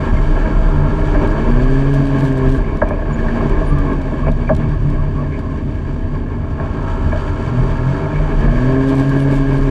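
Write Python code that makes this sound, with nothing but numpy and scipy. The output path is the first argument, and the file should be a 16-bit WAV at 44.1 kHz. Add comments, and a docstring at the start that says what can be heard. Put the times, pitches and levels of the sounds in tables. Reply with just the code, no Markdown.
"""Chasing a buggy along a dirt trail

Heard in a side-by-side buggy: two spells of hard throttle, with uneven throttle and a coast between.
Crank orders make the twin's boom and bark and the rasp of the buggy ahead; filtered noise makes the tyres
and belt drive. A low drone and thuds follow the bumps. Decaying noise bursts excite panels (knocks), a latch
(clinks) and hard trim (grit); loose parts ring as decaying sines, dry joints squeak as wavering ones, and
a fitting buzzes turn by turn. Cab resonances shape most of the broad sounds.
"""
import sys
import numpy as np
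from scipy import signal
from scipy.fft import rfft, irfft
from scipy.io import wavfile
from scipy.ndimage import uniform_filter1d, minimum_filter1d

SR = 44100
rng = np.random.default_rng(int(sys.argv[2]) if len(sys.argv) > 2 else 0)


def bounce(signal):
    """Save signal as a 16-bit WAV file at the path given by the first command-line argument."""
    frames = np.transpose(np.atleast_2d(signal))
    limited = np.clip(frames, -1, 1)
    pcm = np.round(limited * 32767).astype(np.int16)
    wavfile.write(sys.argv[1], SR, pcm)


N = 427769
TIME = np.arange(N) / SR  # s
FREQ = np.arange(N // 2 + 1) * SR / N  # Hz

# Running noise. Each row: time in seconds, relative level of tyres on dirt in dB, of belt whirr in dB.
RUNNING_NOISE = [(0, -24.5, -42), (.8, -24.5, -42.5), (1.45, -23, -41), (2.3, -25, -42), (3.05, -27, -50.5),
                 (3.25, -21.5, -43), (3.85, -25, -45.5), (4.5, -28.5, -46.5), (5.2, -28, -49),
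                 (6, -33, -49), (6.45, -30, -52), (6.65, -29, -46.5), (7.2, -30, -42), (8.2, -25, -43.5),
                 (8.55, -22, -41.5), (9.7, -25, -41)]
# Own engine. Each row: time in seconds, crank speed in Hz.
CRANK_SPEED = [(0, 88), (.15, 100.9), (.48, 107.1), (.65, 105.6), (.78, 95.7), (1.05, 101.8), (1.2, 97.4),
               (1.42, 110.5), (1.5, 117.2), (1.65, 129), (1.88, 139.8), (2.1, 137.5), (2.22, 136.1),
               (2.45, 129.6), (2.57, 135.5), (2.7, 106.9), (2.95, 97.8), (3.15, 111.5), (3.42, 117.9),
               (3.53, 105.1), (3.62, 100.9), (3.85, 93.3), (4.5, 78.25), (4.9, 72.3), (5.2, 70.28),
               (5.6, 65.92), (6.3, 60.26), (6.85, 53.55), (7.05, 57), (7.3, 72.85), (7.42, 78),
               (7.65, 84.36), (7.78, 78.04), (8, 98.54), (8.3, 101.9), (8.5, 116.9), (8.67, 129.9),
               (8.8, 134), (9.27, 138.2), (9.5, 135.8), (9.7, 136.3)]
# Spectrum of small hard impacts. 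Each row: frequency in Hz, relative gain in dB.
TICK_SPECTRUM = [(1000, -19.5), (3000, 10), (5000, 0.5), (6500, -1.5), (8300, -1.5), (10500, -8),
                 (12000, -16), (13500, -10), (14500, -22.5)]


def undb(db):
    """Level to amplitude ratio: 20 dB is a factor of ten."""
    return 10 ** (np.asarray(db) / 20)


def unit(x):
    """Normalisation to a root-mean-square of 1."""
    return x / np.sqrt(np.mean(x ** 2))


def steady(x):
    """Automatic gain: the short-term rms is held at 1 over an eighth of a second."""
    return x / np.sqrt(uniform_filter1d(x ** 2, SR // 8) + 1e-12)


def curves(table):
    """Linear interpolation of each column of a time table, sample by sample."""
    s, *columns = np.transpose(table)
    return [np.interp(TIME, s, column) for column in columns]


def slope(points):
    """Spectral envelope: gain through (Hz, dB) points on a log axis, falling steeply past both ends."""
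    hz, db = np.transpose(points)
    below, above = (FREQ + 1) / hz[0], hz[-1] / (FREQ + 1)
    ends = np.minimum(1, np.minimum(below, above)) ** 4
    return undb(np.interp(np.log(FREQ + 1), np.log(hz), db)) * ends + 1e-7


def colour(x, gain):
    """Minimum-phase filtering: folding the cepstrum makes a causal response with the given gain."""
    size = 16384
    grid_hz = np.arange(size // 2 + 1) * SR / size
    cepstrum = irfft(np.log(np.interp(grid_hz, FREQ, gain)))
    cepstrum[1:size // 2] *= 2
    cepstrum[size // 2 + 1:] = 0
    response = irfft(np.exp(rfft(cepstrum)))
    return signal.fftconvolve(x, response)[:N]


def walk(rate):
    """Band-limited fluctuation of rms 1, drawn anew `rate` times a second and interpolated."""
    steps = rng.standard_normal(8192)
    return unit(np.interp(TIME * rate, np.arange(len(steps)), steps))


def noise():
    """White noise: equal power at every frequency."""
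    return rng.standard_normal(N)


def swell(s, length):
    """Gaussian envelope centred on s, with `length` its full width at half height."""
    return .5 ** ((2 * (TIME - s) / length) ** 2)


def blow(s, t60, rise):
    """Impact excitation: a noise burst that swells quickly and decays by 60 dB in t60 seconds."""
    burst, start = np.zeros(N), int(s * SR)
    age = TIME[:min(SR // 2, N - start)]
    shape = (1 - np.exp(-age / rise)) * undb(-60 * age / t60)
    burst[start:start + len(age)] = shape * rng.standard_normal(len(age))
    return burst


def cab_response():
    """Room resonance: air and panels of the cab lift some bands and cancel others."""
    # Each row: centre in Hz, width at half the dB in Hz, gain in dB (negative for a notch).
    resonances = [(80.8, 16, 4), (96.4, 14, 4), (144.35, 17.5, 14.5), (203, 6.9, -13), (232.4, 38.3, 9.5),
                  (298.6, 41.7, 11.5), (387.8, 53, 8.5), (650, 88, 17), (703, 89, -8.5), (909, 107, 4.5),
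                  (1076, 96, 7), (1505, 276, -3), (1646, 200, 11), (2020, 145, -8), (2245, 180, 5),
                  (4598, 233, 10), (5270, 300, -5)]
    return undb(sum(db * .5 ** ((2 * (FREQ - hz) / width) ** 2) for hz, width, db in resonances))


def exhaust(turns, hz, response, half_db, flutter_db, count):
    """Order synthesis of a four-stroke twin: unequal firings add half orders, and every order flutters."""
    out = 0
    for order in np.arange(2, count + 1) / 2:
        order_db = half_db * (order % 1 > 0) + flutter_db * walk(22)
        gain = np.interp(order * hz, FREQ, response) * undb(order_db)
        # the low orders start in phase and add up to one pulse every two turns;
        # reflections scatter the phases of the high ones
        phase = rng.random() * (order > 3)
        out = out + gain * np.cos(2 * np.pi * (order * turns + phase))
    return out


def level_swells():
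    """Amplitude modulation: short rises and dips in the level of bark and intake boom, in dB."""
    # Each row: centre in seconds, length in seconds, change of bark in dB, change of intake boom in dB.
    level_changes = [(0.134, 0.13, -10, 1.5), (0.806, 0.3, -1.5, 1), (1.302, 0.31, 4.5, -11.5),
                     (3.38, 0.18, 0, -2), (3.698, 0.19, -2, -5), (3.892, 0.2, 6, -10),
                     (4.66, 0.083, 4.5, 6.5), (4.866, 0.083, 3.5, 3), (6.202, 0.28, 3.5, -10),
                     (7.92, 0.085, 1, 2.5), (8.167, .18, -4, 10), (8.84, 0.24, 4, -1)]
    return sum(np.outer([bark_db, boom_db], swell(s, length)) for s, length, bark_db, boom_db in level_changes)


def engine(hz, throttle, cab):
    """Forced resonance: orders crossing the intake resonance boom; the exhaust barks, ragged at low revs."""
    # Each row: frequency in Hz, relative gain in dB.
    bark_spectrum = [(170, 2.5), (205, -3.5), (268, 8.5), (300, -4), (400, -3.5), (540, -9.5), (680, -28),
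                     (1000, -18.5), (1350, -27), (1620, -19), (1850, -32), (2500, -57.5)]
    intake = slope([(60, -20.0), (95, -8.0), (128, 5.0), (148, 0.5), (175, -8.5), (260, -56.5)])
    cruise_hz = 100
    # relative boom at cruising revs and full throttle; change with throttle shut; change per octave of revs
    boom_base_db, boom_shut_db, boom_octave_db = -16.5, -26.5, -4
    # bark at low revs and full throttle; change with throttle shut; gain when revving hard
    bark_base_db, bark_shut_db, bark_revving_db = -24.5, -5.5, 7.5

    revving = np.clip((hz - 105) / 22, 0, 1)
    ragged = 1 - revving
    # at low revs the two cylinders pull unequally
    lumpy = np.clip((100 - hz) / 30, 0, 1)
    shut = 1 - throttle
    boom_db = boom_base_db + boom_shut_db * shut + boom_octave_db * np.log2(hz / cruise_hz)
    bark_db = bark_base_db + bark_shut_db * shut + bark_revving_db * revving * throttle

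    jitter = (.001 + .001 * ragged) * walk(70) + .002 * ragged * walk(9)
    turns = np.cumsum(hz * (1 + jitter)) / SR
    boom = exhaust(turns, hz, intake, half_db=0.0, flutter_db=1.9 + 1.3 * ragged, count=6)
    bark = steady(exhaust(turns, hz, cab * slope(bark_spectrum), half_db=-13.5 + 7.9 * lumpy,
                          flutter_db=1.7 + 0.84 * ragged, count=36))

    # no two firings are equally strong
    strength = undb(.6 * ragged * walk(110))
    bark_swell_db, boom_swell_db = level_swells()
    boom = boom * undb(boom_db + boom_swell_db)
    bark = bark * undb(bark_db + bark_swell_db)
    return strength * (boom + bark), turns


def buggy_ahead(cab):
    """Harmonic radiation: the leader's exhaust orders rasp back along the trail as it pulls away."""
    # Each row: time in seconds, crank speed in Hz.
    leader_speed = [(0, 103.5), (.26, 103.9), (.39, 105.9), (.5, 105.4), (.78, 107), (.95, 104.3),
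                    (1.12, 106.2), (1.25, 103.4), (1.8, 108.1), (6.45, 78.02), (6.6, 83.06), (6.75, 90.3),
                    (6.9, 94), (7.1, 94.46), (7.22, 97.6), (7.42, 96.65), (7.57, 98.8), (7.72, 95.5),
                    (7.82, 98.5), (7.93, 95.7), (8.8, 103.1)]
    # Each row: start of pulling away in seconds, end in seconds.
    pulls = [(0, 1.28), (6.88, 8.12)]
    # Each row: frequency in Hz, relative gain in dB.
    pipe_spectrum = [(280, -9.5), (345, 5.5), (400, 3), (520, 5.5), (650, -4), (780, -4.5), (845, 7.5),
                     (880, 1.5), (925, 8.5), (1060, -4), (1250, 2), (1370, 8), (1520, -9), (1650, -25.5),
                     (2500, -35)]
    level_db, rise_db_per_s, fall_db_per_s = -30.5, 31.5, 29

    hz, = curves(leader_speed)
    pulling = 0
    for start, end in pulls:
        before, after = np.maximum(start - TIME, 0), np.maximum(TIME - end, 0)
        pulling = pulling + undb(-rise_db_per_s * before - fall_db_per_s * after)
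    turns = np.cumsum(hz * (1 + .001 * walk(50))) / SR
    pipe = exhaust(turns, hz, cab * slope(pipe_spectrum), half_db=-3.0, flutter_db=2.1, count=36)
    uneven = undb(.7 * walk(100) + 1.1 * walk(12))
    return steady(pipe) * uneven * pulling * undb(level_db)


def jolt(s, t60):
    """Transient response to a bump: it builds as the wheel climbs, then decays exponentially."""
    rise_s = 0.08
    climb = np.clip(1 + (TIME - s) / rise_s, 0, 1)
    return climb * undb(-60 * np.maximum(TIME - s, 0) / t60)


def ride():
    """Power summation: steady shaking from the ruts and a jolt per bump set body heave and tyre thud."""
    # Each row: time in seconds, mean level of the steady shaking in dB.
    ruts = [(0, -25), (1.25, -19.5), (1.7, -27.5), (2.2, -25.5), (2.7, -22.5), (4.3, -22.5), (4.8, -21),
            (6.2, -21.5), (6.5, -21), (8.3, -25), (8.7, -25.5), (9.7, -25.5)]
    # Each row: time in seconds, level of body heave in dB, of tyre thud in dB.
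    bumps = [(.13, -11.5, -14.5), (.27, -10.5, -32), (.6, -9, -25), (.78, -17, -17.5), (1.16, -14.5, -23),
             (1.5, -9, -33), (1.68, -12, -37), (2.48, -12.5, -24), (2.88, -17, -27), (3.24, -15.5, -32),
             (3.52, -13, -35), (3.73, -14, -14), (4.28, -13.5, -16), (4.54, -30, -17), (6.96, -21, -35),
             (7.07, -28, -13.5), (7.32, -25, -20), (7.62, -14.5, -29), (8.2, -15, -19.5),
             (8.4, -9.5, -17.5), (9.38, -16, -31), (9.6, -14, -33)]
    heave_t60_s, thud_t60_s = 1.7, 0.56

    ruts_db, = curves(ruts)
    heave = undb(ruts_db - 3 * walk(3.6))
    thud = undb(ruts_db + 0.5 * walk(19))
    for s, heave_db, thud_db in bumps:
        heave = np.hypot(heave, undb(heave_db) * jolt(s, heave_t60_s))
        thud = np.hypot(thud, undb(thud_db) * jolt(s, thud_t60_s))
    return heave, thud


def trail(cab):
    """Rolling excitation: the body drones at its lowest resonance; tyres thud over ruts and crunch dirt."""
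    # Spectra. Each row: frequency in Hz, relative gain in dB.
    heave_spectrum = [(15, -28), (24, -7), (33, 24.5), (44, 23.5), (56, -4), (90, -34)]
    thud_spectrum = [(40, -16.5), (60, 1), (85, 1.5), (120, -10), (170, -10.5), (260, -20)]
    dirt_spectrum = [(100, -22), (150, 6.5), (300, 1), (500, 3), (650, -9.5), (800, -3.5), (1100, -6.5),
                     (1500, -14), (2300, -16.5), (3200, -28.5), (6000, -47)]

    heaving, thudding = ride()
    dirt_db, _ = curves(RUNNING_NOISE)
    body_hz = 31 + 2.83 * walk(14)
    drone = np.sin(2 * np.pi * np.cumsum(body_hz) / SR)
    rumble = unit(colour(noise(), slope(heave_spectrum)))
    heave = steady(drone + .5 * rumble) * heaving
    thud = steady(colour(noise(), cab * slope(thud_spectrum))) * thudding
    grains = noise() * undb(2.3 * walk(25) + 0.5 * walk(260))
    crunch = unit(colour(grains, cab * slope(dirt_spectrum))) * undb(dirt_db + 1.33)
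    return heave + thud + crunch


def belt_drive(turns, cab):
    """Amplitude modulation: belt, gears and valves whirr as noise pulsing with each turn of the crank."""
    # Each row: frequency in Hz, relative gain in dB.
    whirr_spectrum = [(600, 7.5), (900, 10.5), (1600, 9), (2400, 4), (3100, 2), (4100, -6.5), (6300, -10),
                      (8300, -15.5), (10000, -24.5), (11500, -32), (14000, -41)]
    _, whirr_db = curves(RUNNING_NOISE)
    rub = noise() * (1 + 0.17 * np.cos(2 * np.pi * turns)) * undb(1.13 * walk(35))
    # reflections between the hard panels ripple the treble, here by random gains 90 Hz apart
    ripple_db = 1.8 * np.interp(FREQ, np.arange(256) * 90, rng.standard_normal(256))
    ripple = undb(ripple_db * (FREQ > 2500))
    return unit(colour(rub, cab * ripple * slope(whirr_spectrum))) * undb(whirr_db + 7)


def rattles():
    """Free vibration: tapped loose parts ring and decay, louder with tyre noise and near a critical speed."""
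    # Each row: pitch in Hz, 60 dB decay time in seconds, relative level in dB.
    parts = [(609, 0.064, -10.5), (657.4, 0.078, -10), (1082, .04, -13.5), (1670, 0.047, -14)]
    taps_per_s, detune_share, scatter_db, fits_db = 55, 0.029, 2.8, 1.5
    # crank speed that shakes the parts most, width of that resonance, gain at its centre
    shake_hz, shake_width_hz, shake_db = 120.4, 12, 3.3

    dirt_db, _ = curves(RUNNING_NOISE)
    revs, = curves(CRANK_SPEED)
    drive_db = dirt_db + shake_db * .5 ** ((2 * (revs - shake_hz) / shake_width_hz) ** 2)
    age, out = TIME[:SR // 16], 0
    for hz, t60, db in parts:
        part = np.zeros(N + len(age))
        starts = rng.integers(0, N, int(taps_per_s * N / SR))
        for start in starts:
            detune, size = rng.standard_normal(2)
            ring = np.sin(2 * np.pi * hz * (1 + detune_share * detune) * age)
            part[start:start + len(age)] += ring * undb(scatter_db * size - 60 * age / t60)
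        out = out + unit(part[:N] * undb(fits_db * walk(9))) * undb(db)
    return out * undb(drive_db - 4.5)


def squeaks():
    """Stick-slip friction: dry joints chirp or creak at a fluctuating pitch as the frame twists."""
    # Each row: centre in seconds, pitch in Hz, mean level in dB, length in seconds, rms pitch scatter in Hz.
    stick_slips = [(0.176, 2120, -37, 0.036, 40), (2.647, 2150, -34, 0.011, 70),
                   (2.71, 2290, -43, 0.11, 80), (2.914, 2290, -39, 0.078, 90),
                   (3.116, 2290, -37, .015, 132), (3.142, 6950, -47, 0.021, 70),
                   (3.683, 9460, -47, 0.036, 70), (3.72, 1140, -26.5, 0.04, 35),
                   (3.788, 1185, -28, 0.053, 35.3), (3.897, 1087, -27, 0.063, 34.97),
                   (4.24, 1120, -29, .03, 35), (4.273, 2350, -34, 0.036, 169),
                   (4.482, 2330, -32, 0.018, 81), (4.738, 1137, -29, 0.02, 35),
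                   (5.01, 1117, -33, 0.056, 44.96), (5.191, 1114, -29, 0.056, 39.68),
                   (5.344, 2295, -36, 0.041, 170), (5.47, 1064, -33, .09, 24.98),
                   (7.126, 2289, -34, 0.021, 70), (8.17, 2260, -37, 0.09, 90),
                   (9.218, 9405, -53, 0.038, 70)]
    waver = np.cumsum(walk(700)) / SR
    out = 0
    for s, hz, db, length, scatter_hz in stick_slips:
        tone = np.sin(2 * np.pi * (hz * TIME + scatter_hz * waver))
        out = out + undb(db) * swell(s, length) * tone
    return out * undb(2.85 * walk(200))


def knocks(cab):
    """Dispersion: suspension blows ring the panels, whose bending waves bring the highs first."""
    # Each row: time in seconds, relative strength in dB, 60 dB decay time of the chatter in seconds,
    # brightness in dB per octave, rise time constant in seconds.
    strikes = [(.367, -12, 0.14, -1.5, .003), (1.146, -9, 0.11, -5, .001), (2.817, -4, 0.032, 3.5, .0005),
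               (2.82, 1, 0.13, -2, 0.0011), (2.907, -4, .13, -5, .003), (2.936, -10.5, .08, -7, .002),
               (3.02, -12, .08, -2, .005), (3.452, -17, 0.051, -3, .002), (3.613, -7, .07, -8, .002),
               (4.119, -9, 0.043, -9, .0005), (4.139, -9, 0.078, -7.5, .002),
               (4.266, -4.5, 0.094, -3.5, 0.0023), (4.281, -4, 0.12, -6, .0027),
               (4.492, -5.5, 0.045, 3, 0.0025), (4.497, 1.5, 0.13, -4, 0.0014), (5.96, -15.5, .1, -6, .003),
               (6.599, -11, 0.32, -0.5, 0.018), (7.068, -7.5, 0.11, -13, .005),
               (7.127, -5, 0.16, -4, 0.0098)]
    # Each row: frequency in Hz, relative gain in dB.
    panel_spectrum = [(100, -24), (200, 4.5), (330, -5.5), (550, 8.5), (800, 3.5), (1200, 0.5), (1650, -3),
                      (1950, -8), (2500, -23), (3000, -39.5)]
    contact_gain, chatter_db, spread_s = 10.5, -4.5, 0.00899

    panels = cab * slope(panel_spectrum)
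    octaves = np.log2(np.clip(FREQ, 200, 3000) / 650)
    out = 0
    for s, db, t60, bright_db, rise in strikes:
        contact = contact_gain * signal.unit_impulse(N, int(s * SR))
        push = contact + undb(chatter_db) * blow(s, t60, rise)
        out = out + undb(db) * colour(push, unit(panels * undb(bright_db * octaves)))
    # the delay grows toward the lows; summed over frequency it gives the phase
    late_s = spread_s * np.maximum(np.sqrt(650 / np.maximum(FREQ, 150)) - .6, 0)
    lag = np.exp(-2j * np.pi * np.cumsum(late_s) * SR / N)
    return undb(-6.0) * irfft(rfft(out) * lag, N)


def clinks():
    """Modal resonance: the windscreen latch jumps in its catch and a few metal modes colour each blow."""
    # Each row: time in seconds, relative strength in dB.
    jumps = [(0.411, -26), (0.455, -24.5), (1.147, -22.5), (3.018, -39), (3.565, -29.5), (4.712, -29.5),
             (4.733, -36), (6.26, -36.5), (6.316, -42), (6.597, -29.5), (7.117, -29), (8.478, -27),
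             (8.582, -27), (8.629, -23)]
    # Each row: mode frequency in Hz, width at half amplitude in Hz, relative gain in dB.
    latch_modes = [(1160, 78, -5.5), (1645, 130, 4), (1760, 74, -14), (2270, 100, -11)]
    blows = sum(undb(db) * blow(s, t60=0.097, rise=.0003) for s, db in jumps)
    modes = sum(undb(db) / (1 + (2 * (FREQ - hz) / width) ** 2) for hz, width, db in latch_modes)
    return undb(1.5) * colour(blows, unit(modes))


def grit():
    """Brief impact: small stones tick against the body with a bright, short spectrum."""
    # Each row: time in seconds, relative strength in dB.
    stones = [(1.2727, -40), (2.77, -44), (2.8874, -40), (3.4938, -42), (3.7846, -39), (3.93, -44),
              (4.0155, -43), (4.316, -40.5), (4.548, -38), (4.5637, -38), (4.69, -45), (4.9, -45),
              (5.3899, -42), (8.405, -45)]
    blows = sum(undb(db) * blow(s, t60=0.023, rise=.0015) for s, db in stones)
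    return undb(6.0) * colour(blows, unit(slope(TICK_SPECTRUM)))


def buzz(turns):
    """Periodic impact: in fits, a loose fitting hits its stop once a turn, sometimes hard, sometimes barely."""
    # Each row: centre in seconds, length in seconds, relative level in dB.
    buzz_fits = [(1.81, 0.021, -39), (1.944, 0.035, -35), (2.059, .035, -37), (2.202, .04, -33),
                 (2.26, 0.044, -35), (2.324, 0.023, -38), (2.377, 0.015, -33), (2.519, 0.13, -37.5),
                 (8.89, .04, -36), (8.987, 0.097, -35), (9.099, .04, -34), (9.191, .045, -33.5),
                 (9.345, .09, -36), (9.6, 0.24, -40.5)]
    fits = sum(undb(db) * swell(s, length) for s, length, db in buzz_fits)
    taps = np.diff(np.floor(turns), prepend=0) * rng.uniform(0.1, 1.1, N)
    decay = np.exp(-TIME[:SR // 50] / 0.0025)
    scrape = signal.fftconvolve(taps * fits, decay)[:N] * noise()
    return colour(scrape, unit(slope(TICK_SPECTRUM)))


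def scene():
    """Superposition: the pressures of all sources add in the cab."""
    # The driver's foot. Each row: time in seconds, throttle opening from 0 to 1.
    foot = [(0, 1), (.3, 0.18), (.8, 0.89), (1.25, 0.76), (1.52, 0.9), (2.55, 0.91), (2.6, 0), (3.05, 0.16),
            (3.2, 0.6), (3.85, 0.73), (4.1, 0.25), (4.55, 0.51), (4.88, 0.68), (5.7, 0), (6.95, 0),
            (7.35, 0.2), (7.6, 0.93), (7.76, 0.53), (7.9, 0.89), (8.25, 0.48), (8.7, 0.96), (9.35, 0.97),
            (9.7, 0.84)]
    cab = cab_response()
    hz, = curves(CRANK_SPEED)
    throttle = np.clip(curves(foot)[0], 0, 1)
    motor, turns = engine(hz, throttle, cab)
    machine = motor + belt_drive(turns, cab) + buzz(turns)
    chassis = rattles() + squeaks() + knocks(cab) + clinks() + grit()
    return (machine + buggy_ahead(cab) + trail(cab) + chassis)[None]


def record(dry):
    """Peak limiting and low-pass filtering: smoothed gain dips tame the peaks, and the top is cut."""
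    hold, ceiling, top_hz = SR // 200, .88, 15200  # samples, amplitude, Hz
    gain = minimum_filter1d(ceiling / np.maximum(np.abs(dry), ceiling), hold)
    gain = uniform_filter1d(uniform_filter1d(gain, hold // 2), hold // 2)
    # 5 ms fades at both ends
    fade = np.minimum(np.minimum(TIME, TIME[::-1]) * SR / hold, 1)
    low_pass = signal.ellip(8, .2, 70, top_hz, fs=SR, output="sos")
    return signal.sosfilt(low_pass, dry * gain * fade)


dry = scene()
out = record(dry)
bounce(out)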